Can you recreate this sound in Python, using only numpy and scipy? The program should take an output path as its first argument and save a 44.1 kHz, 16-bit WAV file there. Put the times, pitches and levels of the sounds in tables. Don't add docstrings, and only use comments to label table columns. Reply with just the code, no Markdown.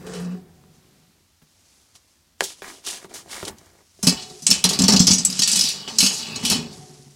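import sys
import numpy as np
from scipy import signal
from scipy.fft import rfft, irfft, next_fast_len
from scipy.io import wavfile
from scipy.ndimage import map_coordinates

SR = 44100
rng = np.random.default_rng(int(sys.argv[2]) if len(sys.argv) > 2 else 0)


def wav_out(sig):
    wavfile.write(sys.argv[1], SR, np.round(np.clip(np.atleast_2d(sig).T, -1, 1) * 32767).astype(np.int16))


N = 315396

# (frequency [Hz], density [dB])
ROOM_SPECTRUM = [(88, -67), (150, -21), (179, 3.5), (341, 1), (422, -7), (475, -5), (2980, -6.5),
                 (4410, -5), (5910, -7.5), (14800, -14.5), (16000, -50)]
RUMBLE_SPECTRUM = [(12, -33), (30, -14), (70, 0.5), (95, 5), (130, -29.5)]
CLOTH_SPECTRUM = [(880, -9.5), (1500, -13.5), (2250, -11.5), (3690, -7.5), (4460, -4.5), (5830, -1.5),
                  (10500, -10), (16000, -39)]
HISS_SPECTRUM = [(1200, -42), (2450, -5), (2900, 3), (3400, 2.5), (6500, 3.5), (9600, 0), (16000, -22.5)]
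RASP_SPECTRUM = [(600, -12.5), (1000, -1.5), (1450, -4), (1950, -2.5), (2350, -3.5), (2800, -23)]
GRIND_SPECTRUM = [(100, -56), (200, -8), (370, 5), (530, -5), (730, 1), (1000, -21), (1600, -52)]
STEEL_SPECTRUM = [(710, -16.5), (1200, -14.5), (2060, -13.5), (2790, -3), (3700, -6), (4220, -1), (5240, 0),
                  (8170, -1.5), (13300, -28), (16000, -54)]
SIZZLE_SPECTRUM = [(6000, -6), (9500, 15), (13000, 3.5), (16000, -6)]

# (frequency [Hz], width [Hz], level [dB])
FLOOR_MODES = [(158, 46, 0)]
COVER_MODES = [(377, 90, 8), (850, 550, 0.5), (1510, 900, -2), (3300, 1240, -1.5), (7500, 7900, -5)]
BOX_MODES = [(229, 41, -10), (285.3, 46, -20)]
PANEL_MODES = [(375, 92, 6), (438, 24, 11), (510, 50, -1.5), (617, 55, 3.5), (753, 85, 2.5), (895, 44, 8.5),
               (1128, 70, 4), (1287, 110, 2), (1700, 990, -4.5)]
DOOR_MODES = [(424, 89, 1.5), (547, 74, -3.5), (630, 90, -10), (1166, 180, -11), (1420, 210, -12.5),
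              (1880, 490, -18.5)]
LINING_MODES = [
    [(366.6, 6.9, 2), (422, 9.3, 0.5)],
    [(741, 13, 0)],
]
RUNNER_MODES = [
    [(2550, 220, 0.5), (2710, 150, 3)],
    [(2960, 98, 1.5), (3360, 80, -2)],
    [(3850, 200, -5), (4385, 90, 1), (4800, 230, -2)],
]

# (frequency [Hz], level [dB], t60 before damping [s])
CAVITY_MODES = [(171, -8, 0.023), (369, -3, 0.08), (647, -3, 0.026), (1220, -21, 0.013), (2110, -19, 0.01)]
WIRE_MODES = [(1843, -19.5, 0.85), (2050, -26, 0.41), (2265, -12, 0.28), (2490, -20, 0.61),
              (2636, -10.5, 0.3), (2970, -13, 0.62), (3410, -13, 0.6), (3906, -16, 0.85), (3880, -6, 0.2),
              (4105, -5.5, 0.16), (4310, -6.5, 0.42), (4565, -16, 0.28), (4960, -28, 0.9),
              (4990, -21, 0.29), (5115, -14, 0.69), (5390, -13, 0.9), (5584, -10.5, 0.61), (5730, -22, 0.9),
              (6060, -18, 0.3), (6280, -22, 0.46), (6610, -19, 0.43), (6980, -22, 0.45), (7430, -12, 0.12),
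              (7450, -19, 0.89), (7780, -21, 0.9), (7980, -29, 0.37), (9050, -20, 0.27), (11000, -30, 0.31)]

# (frequency [Hz], t60 [s])
ROOM_DECAY = [(200, 0.22), (3000, 0.035), (12000, 0.014)]
# (time [s], rumble [dB], drone [dB])
FLOOR_LEVELS = [(0.0, -52, -45.5), (0.98, -68, -59.5), (1.41, -67, -75.5), (2.13, -68.5, -75.5),
                (3.09, -66, -65.5), (3.5, -59, -55), (3.94, -67, -76.5), (4.16, -54, -48),
                (4.4, -68, -57.5), (4.98, -40, -28), (5.24, -59.5, -43), (5.73, -85, -47), (6.11, -72, -50),
                (6.59, -80, -34), (6.99, -72, -62), (7.15, -61, -75)]
# (peak time [s], rise [s], fall [s], level [dB])
RUSTLES = [(.55, 0.34, 2.6, -68), (.74, .05, .2, -61), (1.721, 0.98, 1.3, -59), (1.961, 0.033, 0.042, -45),
           (2.1, 0.23, 0.46, -65.5), (2.59, 0.13, 0.15, -50.5), (3.621, .21, 1.3, -73),
           (3.871, 0.098, .4, -65), (4.02, .15, .1, -55), (4.4, 0.99, 0.27, -48), (6.73, 0.058, 1.07, -47),
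           (6.96, 0.59, 0.77, -59)]
# (time [s], level [dB], t60 [s], brightness [Hz], hollow tap [dB])
COVER_KNOCKS = [(.638, -47, 0.016, 1000, -55), (1.418, -47, 0.045, 1550, -57),
                (1.953, -38.5, 0.049, 2920, -76), (2.407, 1.5, 0.0069, 1750, -24),
                (2.4198, -22.5, 0.016, 600, -24), (2.438, -12.5, 0.11, 6200, -48),
                (2.62, -23, 0.034, 2010, -30), (3.045, -30, 0.014, 1900, -33.5),
                (3.14, -24.5, 0.27, 6800, -38), (3.4279, -20, 0.02, 1490, -23.5),
                (3.479, -30, 0.03, 725, -46), (3.584, -34.5, 0.04, 6200, -64), (3.66, -42, 0.03, 5900, -62),
                (3.99, -48, .05, 2500, -43)]
# (peak time [s], rise [s], fall [s], stop after peak [s], hiss [dB], rasp [dB], grind [dB])
STONE_STROKES = [(2.411, .009, 0.042, .052, -30, -50, -41), (2.431, 0.042, 0.4, 0.094, -34, -47.5, -55),
                 (2.628, 0.0091, 0.72, 0.077, -46, -41.5, -60), (2.698, 0.15, 0.32, 0.097, -43, -53, -51),
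                 (2.851, 0.025, .3, 0.018, -38, -48.5, -55),
                 (2.868, 0.014, 0.28, 0.11, -27.5, -40.5, -49.5),
                 (3.042, 0.65, 0.098, 0.023, -50.5, -54.5, -58),
                 (3.099, 0.028, 0.16, 0.055, -52.5, -54, -47), (3.159, 0.057, 0.15, 0.058, -38, -44, -50),
                 (3.258, 0.099, 0.26, .051, -63, -61, -53), (3.321, 0.066, 0.44, 0.11, -35, -40.5, -51),
                 (3.44, 0.01, 0.06, 0.044, -43, -54, -47), (3.452, 0.0056, 0.032, 0.011, -30.5, -51, -54),
                 (3.482, 0.029, 0.033, 0.016, -28.5, -37.5, -32.5), (3.576, 0.1, 1, 0.25, -59, -59, -58)]
# (time [s], low note [dB], high note [dB])
LINING_HUM = [
    [(0.35, -48, -58), (0.558, -63.5, -67), (1.072, -73, -79), (1.228, -76, -100)],
    [(4.12, -52, -43), (4.196, -52.5, -50), (4.348, -50.5, -55), (4.46, -60, -66)],
    [(6.58, -43, -51), (6.64, -43.5, -52.5), (6.886, -54.5, -55), (7.0, -55, -64), (7.15, -67, -81)],
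]
# (time [s], boom [dB], door clank [dB])
BOX_SHUDDER = [(0.0, -42, -50), (.08, -42, -39), (.11, -37, -36.5), (.14, -36, -37), (0.208, -27, -39),
               (0.326, -25.5, -47.5), (0.344, -26, -47.5), (0.458, -55, -71), (0.5, -56, -55)]
# (time [s], boom [dB], note [Hz], fall [s], panel clank [dB], rumble [dB])
BOX_JOLTS = [(1.421, -49, 158, 0.065, -63, -52), (2.407, -46, 168, 0.09, -66, -55),
             (2.621, -63, 233, 0.091, -59, -69), (3.048, -42, 197.6, 0.037, -41.5, -47),
             (3.33, -54, 199, 0.13, -55, -63), (3.427, -41.5, 185, 0.1, -40.5, -39),
             (3.5, -43, 213, .12, -44.5, -42), (4.034, -20.5, 194.9, 0.14, -34, -39),
             (4.072, -8.5, 179.4, 0.075, -25, -43.5), (4.118, -44, 188, 0.22, -35, -41),
             (4.31, -41, 167.5, 0.039, -49, -53), (4.429, -37, 165, .12, -73, -59),
             (4.49, -24, 194, 0.049, -40, -45), (4.514, -18, 187.5, 0.042, -33.5, -44),
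             (4.556, -37.5, 190.6, 0.21, -40.5, -45), (4.648, -15.5, 187.4, 0.11, -24.5, -47),
             (4.71, -33, 199.9, 0.26, -31.5, -52), (4.803, -11.5, 184.5, 0.16, -33, -43),
             (4.835, -11, 187.8, 0.077, -26.5, -34), (4.886, -13.5, 202.4, 0.15, -20, -34),
             (4.905, -28, 212, 0.11, -36, -40), (4.938, -7.5, 189.6, 0.082, -23.5, -41),
             (5, -5.5, 184.4, 0.079, -34, -23), (5.081, -16.5, 188.6, 0.036, -26, -39),
             (5.102, -15, 187.9, 0.15, -31.5, -31), (5.19, -27.5, 176.3, 0.17, -42, -55),
             (5.235, -33, 203.1, 0.26, -51, -53), (5.282, -28.5, 185.4, 0.21, -45, -59),
             (5.393, -28.5, 193.8, 0.1, -40.5, -52.5), (5.477, -34, 193.8, 0.066, -55, -62),
             (5.532, -31.5, 216.4, 0.12, -45, -66), (5.563, -29, 188.1, 0.15, -43, -57),
             (5.65, -48, 231, 0.27, -43, -64), (5.741, -48, 196, 0.96, -45.5, -72),
             (5.878, -40, 233.8, 0.18, -36.5, -54.5), (5.918, -36, 227, 0.36, -54, -58),
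             (5.993, -30, 200.4, 0.11, -52, -40), (6.026, -19.5, 193, 0.14, -33, -52),
             (6.11, -54, 179.7, 0.21, -37, -62), (6.193, -41, 241.3, 0.71, -43.5, -72),
             (6.276, -39.5, 222.4, 0.82, -42.5, -68), (6.36, -48, 230.4, 0.22, -40.5, -60),
             (6.43, -27.5, 229.5, 0.23, -35, -45), (6.513, -19.5, 192.2, 0.13, -27.5, -37),
             (6.551, -24, 235.3, 0.2, -37, -60), (6.702, -50, 213.3, 0.14, -54, -68),
             (6.789, -36, 143.8, 0.11, -63, -65), (6.9, -42, 147.3, 0.13, -65, -69),
             (6.99, -42, 139, 0.11, -70, -66), (7.06, -42.5, 139.2, 0.18, -74, -70.5)]
# (time [s], chatter [dB], low ring [dB], middle ring [dB], high ring [dB])
RACK_PUSHES = [
    [(0.0, -61, -64, -84, -74), (0.13, -45, -60, -70, -67), (0.326, -59.5, -60, -66, -61),
     (0.42, -70, -81, -84, -78)],
    [(4.03, -54, -65, -73, -80), (4.076, -56, -65, -68, -65), (4.192, -42, -50, -42, -41),
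     (4.282, -50, -61, -70, -62), (4.476, -55, -90, -93.5, -62), (4.524, -19, -44, -31, -35),
     (4.64, -46.5, -52, -48, -58)],
    [(4.641, -39, -40, -49, -55), (4.977, -48, -54, -40, -29), (5.201, -40, -68, -67, -43.5),
     (5.389, -31.5, -66, -69, -41), (5.561, -26, -44, -31.5, -25), (5.719, -47, -41.5, -47, -31),
     (5.876, -49, -63, -46, -48.5)],
    [(5.877, -49, -42, -35, -37.5), (5.979, -40.5, -78, -72, -45), (6.07, -24, -43, -33, -49),
     (6.18, -46, -56, -47, -37), (6.26, -50, -43, -41, -37.5), (6.35, -49, -37, -54, -39),
     (6.467, -32, -57, -35, -58), (6.56, -33, -39, -35.5, -44), (6.637, -48, -50, -48, -54),
     (6.75, -60, -70, -70, -51)],
]
# (time [s], level [dB], brightness [Hz], t60 [s], box thump [dB], sizzle [dB], ring [dB])
RACK_CLASHES = [(0.066, -32, 2650, 0.18, -25, -10, -30), (0.094, -36, 6200, 0.1, -30, -11, -25),
                (0.1347, -25.5, 2730, 0.14, -41, -18, -21), (0.151, -30, 2740, 0.21, -42, -10, -18),
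                (0.1986, -38.5, 3300, 0.26, -43, -1, -13), (4.028, -10, 6880, 0.25, -35, -10.5, -21),
                (4.069, 2, 4640, 0.18, 0, -11, -28), (4.093, -1, 6700, 0.06, -28, -22, -31),
                (4.124, -16, 7200, 0.076, -11, -22, -16.5), (4.224, -23, 4730, 0.12, -32.5, -48, -19),
                (4.3, -28, 4840, 0.074, -46, -15, -53), (4.421, -24.5, 6200, 0.3, -30, -12, -39),
                (4.466, 4, 8500, 0.099, -33, -31, -28), (4.5026, -1, 6200, 0.091, -18, -11, -45),
                (4.511, 5.5, 4450, 0.061, -42, -14, -34), (4.64, 3, 4200, 0.11, -16, -10.5, -29),
                (4.6529, -1.5, 4300, 0.085, -16, -24, -47), (4.6897, -4.5, 4027, 0.19, -52, -13.5, -56),
                (4.73, -7.5, 3780, 0.2, -47, -15.5, -37), (4.7893, -2, 5020, 0.13, -4.5, -18, -36),
                (4.8188, -4, 5340, 0.088, -9, -17, -25), (4.8372, -1, 5000, 0.11, -13, -21, -47),
                (4.881, 3.5, 4690, 0.14, -8, -17, -53), (4.897, -2.5, 5100, 0.16, -30, -33, -42),
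                (4.9222, 1.5, 5050, 0.11, -7, -23, -29.5), (4.934, -1.5, 5260, 0.076, -26, -25, -30),
                (4.9619, 1, 4520, 0.11, -15, -25, -34), (4.994, 1.5, 5600, 0.22, -28, -48, -55),
                (5.069, 4, 4772, 0.19, -17, -19, -31.5), (5.107, 0.5, 5230, 0.11, -28, -27, -36),
                (5.1143, 3, 6600, 0.081, -27, -37, -29), (5.1325, 1.5, 6570, 0.15, -15, -22, -35),
                (5.1824, -4, 6440, 0.14, -15.5, -28, -54), (5.2495, 1, 7680, 0.12, -41, -14, -58),
                (5.2996, -12, 5310, 0.11, -46, -10, -46), (5.326, -13, 5300, 0.07, -48, -16, -29),
                (5.3912, -1, 4660, 0.11, -18, -16, -47), (5.4186, 1, 4570, 0.12, -22, -20, -26),
                (5.432, 2, 6035, 0.077, -36, -30, -32), (5.4751, -2.5, 4850, 0.24, -27, -14.5, -53),
                (5.5148, -3.5, 6070, 0.21, -61, -17, -35), (5.5289, -2, 6100, 0.073, -19.5, -14, -39),
                (5.557, -3.5, 7800, 0.19, -27, -12, -18.5), (5.591, -1.5, 5150, 0.11, -56, -13, -33),
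                (5.609, -2.5, 5060, 0.19, -56, -16, -44), (5.6382, -8.5, 4800, 0.36, -19, -14, -31),
                (5.686, -13, 5700, 0.26, -37, -11, -19), (5.879, -21, 5840, 0.36, -20.5, -41, -22),
                (5.9851, 2.5, 5560, 0.11, -51, -18, -37), (6.0041, -0.5, 3767, 0.17, -44, -10, -24.5),
                (6.0271, -2.5, 5040, 0.4, -23, -13, -40), (6.0623, -1.5, 4600, 0.093, -51, -13, -39),
                (6.128, -16.5, 5500, 0.6, -46, -13, -37), (6.18, -21, 5950, 0.16, -50, -10, -16),
                (6.268, -28, 4260, 0.15, -50, -25, -8), (6.358, -10.5, 4500, 0.092, -21, -22, -24),
                (6.4357, -15, 3300, 0.15, -15, -19, -29), (6.4502, -4.5, 3450, 0.22, -17, -13.5, -36),
                (6.4987, -3, 5100, 0.15, -16, -7.5, -22), (6.5178, -6, 3930, 0.23, -31, -14, -22)]


def amp(db):
    return 10 ** (np.asarray(db) / 20)


def unit(x):
    return x / np.sqrt(np.mean(x ** 2) + 1e-20)


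def along(points, hz):
    freqs, values = np.transpose(points)
    return np.interp(np.log(hz + 1), np.log(freqs + 1), values)


def column(tables, index):
    t, db = np.arange(N) / SR, np.full(N, -200.0)
    for rows in map(np.array, tables):
        inside = (t >= rows[0, 0]) & (t <= rows[-1, 0])
        db[inside] = np.interp(t[inside], rows[:, 0], rows[:, index])
    return db


def gains(*tables):
    return [amp(column(tables, index)) for index in range(1, len(tables[0][0]))]


def swells(peak_s, rise_s, fall_s, *levels_db, stop_s=np.inf):
    t = np.arange(0, N / SR + .001, .001)
    after = t - np.c_[peak_s]
    drop = np.maximum(-after / np.c_[rise_s], after / np.c_[fall_s])
    drop += np.maximum(after - np.c_[stop_s], 0) / 0.082
    powers = [amp(2 * db) @ amp(-60 * drop) for db in levels_db]
    return [np.interp(np.arange(N) / SR, t, np.sqrt(power)) for power in powers]


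def wobble(rate):
    return map_coordinates(rng.standard_normal(int(N * rate / SR) + 4), [np.arange(N) * rate / SR])


def grainy(n, grain_db, rate):
    sizes = np.minimum(rng.exponential(size=int(n * rate / SR) + 2), 3)
    grain = (np.arange(n) * rate / SR).astype(int)
    return unit(rng.standard_normal(n) * amp(grain_db * sizes)[grain])


def filtered(x, response):
    size = next_fast_len(len(x) + 4096, True)
    return irfft(rfft(x, size) * response(np.fft.rfftfreq(size, 1 / SR)), size)[:len(x)]


def resonances(modes):
    return lambda f: sum((-1) ** k * amp(db) * 1j * f * width / (hz * hz - f * f + 1j * f * width)
                         for k, (hz, width, db) in enumerate(modes))


def resonated(x, modes):
    return unit(filtered(x, resonances(modes)))


def coloured(x, spectrum):
    return unit(filtered(x, lambda f: amp(along(spectrum, f))))


def add(track, s, x):
    part = track[round(s * SR):][:len(x)]
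    part += x[:len(part)]


def ringing(modes, t, longest_s, detune, scatter_db, throb, beat_spread_hz=20):
    hz, db, t60 = np.transpose(modes)
    shift, phase, strength, beat_rate, beat_phase = rng.standard_normal((5, len(modes), 1))
    tones = np.sin(2 * np.pi * hz[:, None] * (1 + detune * shift) * t + np.pi * phase)
    decay = amp(-60 * t / np.minimum(t60, longest_s)[:, None])
    beat = 1 + throb * np.sin(2 * np.pi * beat_spread_hz * beat_rate * t + np.pi * beat_phase)
    fade = np.minimum(t / .002, 1) * np.minimum((t[-1] - t) / .1, 1)
    return fade * (amp(db + scatter_db * strength[:, 0]) @ (tones * decay * beat))


def room_tone(level_db=-65.5, waver_db=2.2):
    return amp(level_db + waver_db * wobble(3)) * coloured(rng.standard_normal(N), ROOM_SPECTRUM)


def room_reverb(x):
    hz, t, noise = signal.stft(rng.standard_normal(SR // 2), SR, nperseg=256)
    decay = amp(-60 * t / along(ROOM_DECAY, hz)[:, None])
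    tail = signal.istft(noise * decay, SR, nperseg=256)[1]
    return signal.fftconvolve(np.pad(x, (150, 0)), tail / np.linalg.norm(tail))[:N]


def floor_shake():
    deep, drone = gains(FLOOR_LEVELS)
    rumble = deep * coloured(rng.standard_normal(N), RUMBLE_SPECTRUM)
    return rumble + drone * resonated(rng.standard_normal(N), FLOOR_MODES)


def cloth_rustle():
    level = swells(*np.transpose(RUSTLES))[0] * amp(0.5 * wobble(58))
    return level * coloured(grainy(N, 1.7, 570), CLOTH_SPECTRUM)


def cover_knocks():
    blows, taps, t = np.zeros(N), np.zeros(N), np.arange(SR // 8) / SR
    for s, db, t60, bright_hz, tap_db in COVER_KNOCKS:
        push = amp(-14.5 - 60 * t / t60) * rng.standard_normal(len(t))
        push[0] = 1
        push = filtered(push, resonances([(bright_hz, 0.62 * bright_hz, 0)]))
        add(blows, s + 0.0003, amp(db + 5.5) * push / np.abs(push).max())
        hollow = ringing(CAVITY_MODES, t, longest_s=.07, detune=.03, scatter_db=1, throb=0)
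        add(taps, s, amp(tap_db + 1.5) * hollow)
    return filtered(blows, resonances(COVER_MODES)) + taps


def stone_scrape():
    peak_s, rise_s, fall_s, stop_s, *levels_db = np.transpose(STONE_STROKES)
    hiss, rasp, grind = swells(peak_s, rise_s, fall_s, *levels_db, stop_s=stop_s)
    coarse, fine = grainy(N, 3.9, 300), grainy(N, 2.1, 1200)
    return (hiss * coloured(fine, HISS_SPECTRUM) + rasp * coloured(coarse, RASP_SPECTRUM)
            + grind * coloured(coarse, GRIND_SPECTRUM))


def lining_hum():
    tremor = rng.standard_normal(N)
    return sum(level * resonated(tremor, modes) for level, modes in zip(gains(*LINING_HUM), LINING_MODES))


def box_jolts(rise_s=0.008, clank_lead_s=0.0057, shudder_hz=179.4):
    s, boom_db, hz, fall, clank_db, deep_db = np.transpose(BOX_JOLTS)
    peak, rise = s + rise_s / 2, np.full(len(s), rise_s)
    boom, = swells(peak, rise, fall, boom_db)
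    clank, = swells(peak - clank_lead_s, rise / 2, fall, clank_db)
    deep, = swells(peak, rise, fall * 0.69, deep_db)
    jolts_so_far = np.searchsorted(peak - rise, np.arange(N) / SR)
    return boom, clank, deep, np.r_[shudder_hz, hz][jolts_so_far]


def oven_box(thumps):
    boom, clank, deep, pitch = box_jolts()
    shudder, door = gains(BOX_SHUDDER)
    pitch = pitch * (1 + 0.0162 * wobble(30))
    note = (boom + shudder) * np.sin(2 * np.pi * np.cumsum(pitch) / SR) * amp(0.7 * wobble(35))
    upper = (amp(-9.5) * boom + amp(-19) * shudder) * resonated(grainy(N, 0.83, 33), BOX_MODES)
    knocking = grainy(N, 1.13, 200)
    clanks = clank * resonated(knocking, PANEL_MODES) + door * resonated(knocking, DOOR_MODES)
    hum = lining_hum()
    rumble = deep * coloured(rng.standard_normal(N), RUMBLE_SPECTRUM)
    return note + upper + clanks + hum + rumble + filtered(thumps, resonances(BOX_MODES))


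def rack_slide():
    chatter, *rings = gains(*RACK_PUSHES)
    grit = grainy(N, 2.4, 600)
    tones = sum(level * amp(2.5 * wobble(18)) * resonated(grit, modes)
                for level, modes in zip(rings, RUNNER_MODES))
    return chatter * amp(1.8 * wobble(40)) * coloured(grit, STEEL_SPECTRUM) + tones


def struck_patch(bright_hz, reach_octaves=0.61, spread_db=6, width_hz=110, plain_share=.4):
    wire_hz = np.transpose(WIRE_MODES)[0]
    distance = np.log2(wire_hz / bright_hz) / reach_octaves
    struck_db = 2 + spread_db * rng.standard_normal(len(wire_hz)) - 6 * distance ** 2
    patch = [(bright_hz, 0.07 * bright_hz, 2.5)]
    patch += [(hz, width_hz, db) for hz, db in zip(wire_hz, struck_db) if db > -6]
    return lambda f: amp(along(STEEL_SPECTRUM, f)) * (plain_share + np.abs(resonances(patch)(f)))


def rack_clashes():
    steel, thumps = np.zeros(N), np.zeros(N)
    t, ring_t = np.arange(SR // 5) / SR, np.arange(SR // 2) / SR
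    attack = 1 - np.exp(-t / 0.00049)
    for s, db, bright_hz, t60, thump_db, sizzle_db, ring_db in RACK_CLASHES:
        patch = struck_patch(bright_hz)
        contacts = grainy(len(t), 0.18, 760)
        burst = amp(-60 * t / t60) * unit(filtered(contacts, patch))
        sizzle = amp(sizzle_db + 3 - 60 * t / (0.66 * t60)) * coloured(contacts, SIZZLE_SPECTRUM)
        add(steel, s, amp(db - 12) * attack * (burst + sizzle))
        ring = ringing(WIRE_MODES, ring_t, longest_s=.5, detune=0.002, scatter_db=2, throb=.85)
        add(steel, s, amp(db + ring_db) * ring)
        add(thumps, s + 0.0021, amp(thump_db + 19) * np.hanning(60))
    return steel, thumps


def scene():
    steel, thumps = rack_clashes()
    direct = steel + rack_slide() + cover_knocks() + stone_scrape()
    foreground = direct + amp(-15) * room_reverb(direct) + oven_box(thumps)
    return (foreground + cloth_rustle() + floor_shake() + room_tone())[None]


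def record(dry, top_hz=15900):
    soft = dry[0] / (1 + np.abs(dry[0]) ** 6) ** (1 / 6)
    return filtered(soft, lambda hz: hz < top_hz)[None]


dry = scene()
out = record(dry)
wav_out(out)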